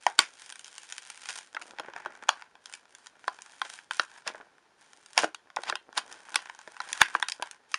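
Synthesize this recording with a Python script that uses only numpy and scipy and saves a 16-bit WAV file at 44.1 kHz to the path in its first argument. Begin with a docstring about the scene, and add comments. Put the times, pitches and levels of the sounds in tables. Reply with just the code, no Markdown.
"""A stiff plastic blister pack snaps and crackles as two hands pry it apart, close by in a small quiet room.
The glued seam peels in a fine crackle with ticks and short rips; the domes of the shell creak, click
and buckle with sharp snaps. Each pull builds up and lets go, the fingers shift and rub, and the hollow
pack gives dull knocks."""
import sys
import numpy as np
from scipy import signal
from scipy.io import wavfile

SR = 44100
rng = np.random.default_rng(int(sys.argv[2]) if len(sys.argv) > 2 else 0)


def unload_wav(signal):
    """Save mono or channel-first audio to the path in sys.argv[1] as 16-bit WAV at rate SR, clipped to [-1, 1]."""
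    wavfile.write(
        sys.argv[1],
        SR,
        np.round(np.clip(np.atleast_2d(signal).T, -1, 1) * 32767).astype(np.int16),
    )


N = 343098
TIME = np.arange(N) / SR  # seconds through the scene
HIT_TIME = np.arange(2048) / SR  # seconds through one short hit


def amp(db):
    """Turns decibels into a gain."""
    return 10 ** (np.asarray(db) / 20)


def unit_level(x):
    """Scales a sound to an average (rms) level of 1."""
    return x / np.sqrt(np.mean(x ** 2) + 1e-20)


def unit_hit(x, span_s=0.012):
    """Gives a short sound the energy of span_s seconds at level 1."""
    return x * np.sqrt(span_s * SR / (np.sum(x ** 2) + 1e-20))


def look_up(points, hz):
    """Reads between the rows of a table, along a logarithmic frequency axis."""
    row_hz, value = np.transpose(points)
    return np.interp(np.log(hz + 1), np.log(row_hz + 1), value)


def add(mix, start_s, sound):
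    """Mixes a sound in at its start time."""
    part = mix[max(round(start_s * SR), 0):][:len(sound)]
    part += sound[:len(part)]


def band(x, low_hz, high_hz, order=3):
    """Keeps the sound between two frequencies."""
    return signal.sosfilt(signal.butter(order, [low_hz, high_hz], "band", fs=SR, output="sos"), x)


def colour(x, tone, size=2048):
    """Filters a sound to follow a tone table, with no ringing ahead of a hit."""
    log_gain = np.log(amp(look_up(tone, abs(np.fft.fftfreq(size, 1 / SR)))))
    taps = np.fft.ifft(np.exp(np.conj(signal.hilbert(log_gain)))).real
    return signal.oaconvolve(x, taps[:size // 2])[:len(x)]


def strike(resonances, uneven_db=2.0, detune=0.048):
    """One blow rings several notes: the spot it hits sets their shares, and strain detunes them."""
    hz, width, db = np.transpose(resonances)[:, :, None]
    share, strain, side = rng.standard_normal((3, len(hz), 1))
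    waves = np.sin(2 * np.pi * hz * (1 + detune * strain) * HIT_TIME) * np.exp(-np.pi * width * HIT_TIME)
    return unit_hit(np.sum(np.sign(side) * amp(db + uneven_db * share) * width * waves, 0))


def slips(per_s, spread_db):
    """A train of tiny random slips, a few much larger than the rest."""
    size = amp(spread_db * np.minimum(rng.exponential(1, N), 6.34))
    return size * rng.choice([-1, 1], N) * (rng.random(N) < per_s / SR)


# The notes the plastic shell rings at. Each row: pitch in Hz, width in Hz (wider dies sooner), level in dB.
SHELL_NOTES = [(850, 130, 5), (1030, 42, 5), (1500, 140, 4.5), (1784, 180, 0.5), (2350, 210, -2.5),
               (2646, 210, -5.5), (3166, 200, -3), (3594, 170, -6), (4040, 180, -11), (4760, 170, -6.5),
               (5570, 790, -8), (6560, 360, -8.5), (7430, 720, -11.5), (8900, 450, -20),
               (9060, 3100, -15.5)]


def crackle(per_s, spread_db, spots=16):
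    """Tiny breaks at many spots of the seam, each ringing the shell in its own way."""
    breaks, spot = slips(per_s, spread_db), rng.integers(0, spots, N)
    rings = (signal.oaconvolve(breaks * (spot == k), strike(SHELL_NOTES))[:N] for k in range(spots))
    return unit_level(sum(rings))


def surges(per_s, depth_db):
    """A gain that swells and stalls at random, as the plastic catches and gives."""
    waits, heights = rng.random((1000, 2)).T
    times = np.cumsum(-np.log(waits)) / per_s
    return amp(np.interp(TIME, times, depth_db * (2 * heights - 1)))


def effort(moves, rest_db, build_db, relax_s, take_hold_s=0.016):
    """A gain for the hands: each move takes hold quickly, builds up force, then relaxes."""
    power = np.full(N, amp(rest_db) ** 2)  # the hands never hold quite still
    for start, length, db in moves:
        hold = np.clip((TIME - start) / take_hold_s, 0, 1)
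        build = amp(db - build_db * np.clip(1 - (TIME - start) / length, 0, 1))
        relax = np.exp(-np.maximum(TIME - start - length, 0) / relax_s)
        power += (hold * build * relax) ** 2
    return np.sqrt(power)


# The tones of breaking glue and of bending plastic. Each row: frequency in Hz, level in dB.
GLUE_TONE = [(100, -18.5), (900, -9), (1700, 0), (3000, 5), (6000, 6), (9500, 10.5), (11000, 4),
             (12000, -13), (16000, -63.5)]
CREAK_TONE = [(100, -21), (500, -11), (950, -3), (1700, 0), (2600, -5), (11000, -29)]
# Pulls of the hands. Each row: start in seconds, length in seconds, peeling in dB, creaking in dB.
HAND_PULLS = [(0.0, 0.071, -52.5, -78), (0.261, 0.25, -50.5, -86), (0.535, 0.46, -49.5, -78),
              (1.003, 0.39, -46, -59), (1.582, 0.12, -56.5, -64), (1.744, 0.32, -67, -49),
              (2.115, 0.27, -64, -53), (2.604, 0.16, -58.5, -63), (2.874, 0.17, -58.5, -63),
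              (3.186, 0.29, -55.5, -58), (3.5, 0.26, -50, -60), (3.899, 0.083, -46.5, -66),
              (4.063, 0.095, -57.5, -55), (4.247, 0.13, -62, -52), (4.769, 0.41, -59.5, -70),
              (5.578, 0.12, -59, -58), (5.933, 0.23, -55, -52), (6.247, 0.2, -53, -49),
              (6.499, 0.27, -57, -54), (6.792, 0.22, -46.5, -43.5), (7.112, 0.03, -50.5, -46.5),
              (7.218, 0.1, -54.5, -59), (7.384, 0.073, -57.5, -50), (7.682, 0.077, -50, -62)]


def pulls():
    """Each pull peels the glue in fine grains and bends the panels until they creak."""
    start, length, peel_db, creak_db = np.transpose(HAND_PULLS)
    pull = effort(zip(start, length, peel_db), rest_db=-83.5, build_db=6, relax_s=0.058)
    bend = effort(zip(start, length, creak_db), rest_db=-67.5, build_db=7.5, relax_s=0.055)
    grains = unit_level(crackle(per_s=55, spread_db=3) + 0.7 * crackle(per_s=2500, spread_db=2.2))
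    grains *= surges(per_s=35, depth_db=4)
    peel = unit_level(colour(grains, GLUE_TONE))
    # the same grains shake the bent panels, along with slips of their own
    creak = unit_level(colour(grains + 0.8 * crackle(per_s=400, spread_db=4.5), CREAK_TONE))
    return peel * pull + creak * bend


def crease(run_s, chatter):
    """The force of a running crease: one jump, then a chatter that dies in a few milliseconds."""
    force = chatter * rng.standard_normal(len(HIT_TIME)) * np.exp(-HIT_TIME / run_s)
    force[0] = 1
    return force


def through_shell(force):
    """A short force sets the shell ringing."""
    return signal.fftconvolve(force, strike(SHELL_NOTES))[:len(HIT_TIME)]


# The notes of the hollow pack's air and walls. Each row: pitch in Hz, width in Hz, level in dB.
HOLLOW_NOTES = [(161, 390, -9.5), (254, 35, -10), (333, 5.9, 18.5), (453, 38, 9.5), (610, 53, 12)]


def thud():
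    """A jolt rings the hollow pack, low and brief."""
    return unit_hit(band(strike(HOLLOW_NOTES) * np.exp(-HIT_TIME / 0.014), 150, 1500, order=2))


# Panels of the shell buckle. Each row: start in seconds, panel pitch in Hz, pop level in dB,
# sharpness in dB (how much louder the crack is than the pop).
PANEL_SNAPS = [(0.0656, 785, -18, -8), (0.1897, 1480, -17.5, 2), (1.5474, 1570, -41.5, -4),
               (1.567, 1330, -31.5, -26), (1.797, 920, -36, -5), (2.0596, 1100, -33, -13.5),
               (2.2903, 915, -19, -2.5), (3.2797, 1030, -25, -11.5), (3.6163, 1500, -27, -10),
               (3.9095, 1550, -29.5, -8.5), (3.996, 1340, -20, -8), (4.2759, 1106, -39.5, 5.5),
               (5.1774, 890, -21.5, 1.5), (5.346, 1380, -42, 0.5), (5.5624, 830, -50.5, 9),
               (5.5684, 980, -27.5, -22), (5.635, 900, -40.5, -1.5), (5.6974, 1030, -29.5, -2.5),
               (5.7248, 1430, -30.5, -29), (5.7548, 1490, -34, -2.5), (5.9765, 1010, -30.5, 1.5),
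               (6.3436, 1500, -36.5, -2.5), (6.3572, 1500, -24.5, 1.5), (6.803, 1380, -30.5, -9.5),
               (6.929, 1770, -48, 14), (7.0159, 1516, -10, -6.5), (7.1504, 1095, -20.5, -22.5),
               (7.2257, 1610, -23.5, -8), (7.285, 1370, -38, 4.5), (7.32, 1720, -51, 14),
               (7.4236, 970, -31.5, -3), (7.742, 1750, -26.5, -2)]


def snaps(stray_octaves=0):
    """A panel flips over: it pops at its own pitch, the crease cracks, and the hollow thuds."""
    out = np.zeros(N)
    for start, hz, pop_db, sharp_db in PANEL_SNAPS:
        force = crease(run_s=0.0017, chatter=0.29)
        shell = unit_hit(through_shell(force)) + 0.22 * unit_hit(force)  # some is heard directly
        pitch = hz * 2 ** (stray_octaves * rng.uniform(-0.92, 1))
        panel = np.sin(2 * np.pi * pitch * HIT_TIME)
        panel *= np.exp(-HIT_TIME / 0.0015) * (1 - np.exp(-HIT_TIME / 0.0006))
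        panel = np.diff(panel, prepend=0)  # a small panel gives off no bass
        body = band(shell, pitch / np.sqrt(2), pitch * np.sqrt(3), order=2)
        pop = unit_hit(unit_hit(panel) + 1.1 * unit_hit(body))
        crack = amp(sharp_db) * unit_hit(band(shell, 1900, 4400))
        # the sharper the crease, the more it ticks at the edge
        tick = amp(1.5 * sharp_db - 4) * unit_hit(band(shell, 4700, 10400, order=4))
        add(out, start, amp(pop_db) * (pop + crack + tick + amp(-29) * thud()))
    return out


# The hollow pack knocks, often together with a snap. Each row: start in seconds, level in dB.
HOLLOW_KNOCKS = [(0.191, -34.5), (1.5468, -53.5), (1.8, -42), (1.8839, -44), (2.062, -44), (3.997, -41),
                 (4.2658, -47.5), (4.347, -46.5), (5.234, -29), (5.2425, -28.5), (5.5861, -42.5),
                 (5.699, -47), (5.726, -41.5), (6.358, -47.5), (6.6754, -48), (7.152, -41), (7.398, -48.5),
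                 (7.425, -48.5)]


def knocks():
    """The hollow pack gives a dull low knock: a thud plus the low notes of the shell."""
    out = np.zeros(N)
    for start, db in HOLLOW_KNOCKS:
        shell = unit_hit(band(strike(SHELL_NOTES), 500, 1830, order=2))
        add(out, start, amp(db) * (thud() + amp(1) * shell))
    return out


# Stretches of seam rip. Each row: loudest moment in seconds, level in dB, swell in seconds,
# fade in seconds, brightness from 0 to 1.
SEAM_RIPS = [(0.195, -27.5, 0.0048, 0.026, 0.64), (1.296, -33, 0.0076, 0.017, 0.72),
             (1.616, -34, 0.001, 0.0067, 0.5), (3.653, -38.5, 0.0052, 0.0092, 0.3),
             (4.281, -31.5, 0.0094, 0.013, 0.07), (5.188, -22, 0.0086, 0.02, 0.4),
             (5.243, -30, 0.0059, 0.006, 0.4), (5.694, -31.5, 0.019, 0.0047, 0),
             (5.981, -23.5, 0.0067, 0.0081, 0.38), (6.901, -40.5, 0.0039, 0.025, 0.76),
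             (7.014, -23.5, 0.0068, 0.0024, 0.5)]


def rips():
    """A flurry of tiny breaks swells and fades, bright at the edge or dull through the shell."""
    dull = unit_level(band(crackle(per_s=1800, spread_db=1.2), 340, 6000, order=2))
    bright = unit_level(colour(crackle(per_s=2500, spread_db=4.6), GLUE_TONE))
    out = np.zeros(N)
    for peak, db, swell, fade, brightness in SEAM_RIPS:
        near = abs(TIME - peak) < 0.2
        envelope = np.exp(-np.maximum((peak - TIME[near]) / swell, (TIME[near] - peak) / fade))
        blend = brightness * bright[near] + (1 - brightness) * dull[near]
        out[near] += amp(db) * envelope * blend / np.hypot(brightness, 1 - brightness)
    return out


# Spots of glue let go. Each row: start in seconds, level in dB.
GLUE_TICKS = [(0.501, -40), (0.524, -38.5), (0.557, -42.5), (0.594, -41.5), (0.645, -41), (0.68, -45),
              (0.781, -37.5), (0.924, -33), (0.981, -35), (1.257, -38), (1.38, -42.5), (2.658, -39.5),
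              (2.726, -44.5), (2.738, -35.5), (2.751, -45), (2.95, -44.5), (3.069, -42), (3.42, -41),
              (3.699, -43.5), (5.061, -47), (5.132, -46.5), (6.126, -40.5), (6.889, -43), (6.976, -38),
              (7.298, -32.5), (7.512, -38.5)]


def ticks():
    """A single spot of glue breaks and rings the shell with a bright tick."""
    out = np.zeros(N)
    for start, db in GLUE_TICKS:
        shell = through_shell(crease(run_s=0.0044, chatter=0.045))
        add(out, start, amp(db) * unit_hit(colour(shell, GLUE_TONE), span_s=0.0045))
    return out


# The tone of rubbing skin. Each row: frequency in Hz, level in dB.
SKIN_TONE = [(40, -23.5), (130, -21.5), (250, -6), (800, -3.5), (1500, -11), (4000, -44.5), (12000, -58)]
# The fingers shift their grip. Each row: start in seconds, length in seconds, level in dB.
GRIP_SHIFTS = [(1.58, 0.15, -55.5), (1.78, 0.33, -58), (2.12, 0.2, -59.5), (4.26, 0.15, -54.5),
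               (5.86, 0.31, -57), (6.3, 0.055, -59), (6.8, 0.36, -63)]


def rubbing():
    """Skin sticks and slips on the hollow shell."""
    grip = effort(GRIP_SHIFTS, rest_db=-75, build_db=5, relax_s=0.044)
    return grip * unit_level(colour(slips(per_s=320, spread_db=3.5), SKIN_TONE))


# Bent panels click. Each row: start in seconds, level in dB.
PANEL_CLICKS = [(1.786, -39.5), (1.936, -45.5), (2.225, -46), (2.2863, -34), (2.422, -44), (2.554, -53),
                (3.242, -49), (3.388, -48), (3.789, -45.5), (5.502, -51.5), (5.928, -49), (6.458, -46.5),
                (6.472, -51), (6.4977, -39.5), (6.767, -45)]


def clicks():
    """A bent panel gives a little and rings the shell with a dull click."""
    out = np.zeros(N)
    for start, db in PANEL_CLICKS:
        add(out, start, amp(db) * unit_hit(band(strike(SHELL_NOTES), 800, 3200, order=1)))
    return out


# How long the room rings. 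Each row: frequency in Hz, seconds to fade by 60 dB.
ECHO_FADES = [(200, 0.18), (900, 0.17), (2500, 0.18), (6000, 0.14), (11000, 0.13)]


def room_echo(x):
    """A small damped room: scattered reflections after a short gap, the treble dying first."""
    t = np.arange(SR // 2) / SR
    reflections = rng.standard_normal(len(t)) * (rng.random(len(t)) < 5000 / SR) * (t > 0.006)
    hz, age, spectrum = signal.stft(reflections, SR, nperseg=256)
    fade = amp(-60 * age / look_up(ECHO_FADES, hz)[:, None])
    tail = signal.istft(spectrum * fade, SR, nperseg=256)[1]
    return signal.oaconvolve(x, tail / np.linalg.norm(tail))[:N]


# The tone of the quiet room. Each row: frequency in Hz, level in dB.
HUSH_TONE = [(25, -17.5), (90, -7.5), (400, 2), (900, 0), (2000, -7.5), (5000, -9.5), (10500, -18),
             (12000, -23), (16000, -58.5)]


def scene():
    """The pack close by, its faint echo, and the hush of the room."""
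    facing = snaps()
    handling = pulls() + knocks() + rips() + ticks() + rubbing() + clicks()
    # the other faces of the pack ring differently, and all of them reach the walls
    outward = (facing + sum(snaps(stray_octaves) for stray_octaves in (0.54, 0.2, 0.65))) / 2
    echo = room_echo(amp(-18.5) * outward + amp(-16.5) * handling)
    hush = amp(-69.5) * unit_level(colour(rng.standard_normal(N), HUSH_TONE))
    return (facing + handling + echo + hush)[None]


def record(dry):
    """The sound has a dip in the treble and is cut off above 11 kHz; the hardest snaps overload."""
    dipped = 0.3 * dry + 0.7 * signal.lfilter(*signal.iirnotch(7850, 13, fs=SR), dry)
    dulled = signal.sosfilt(signal.butter(14, 11000, fs=SR, output="sos"), dipped)
    ceiling = 0.75
    clipped = dulled / (1 + (dulled / ceiling) ** 8) ** (1 / 8)
    # the overload is lopsided, so each one leaves a low bump
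    bump = signal.sosfilt(signal.butter(2, 170, fs=SR, output="sos"), (clipped / ceiling) ** 6)
    top_cut = signal.firwin(255, 16000, window=("kaiser", 9), fs=SR)
    return signal.oaconvolve(clipped - amp(-19.5) * bump, top_cut[None], "same")


dry = scene()
out = record(dry)
unload_wav(out)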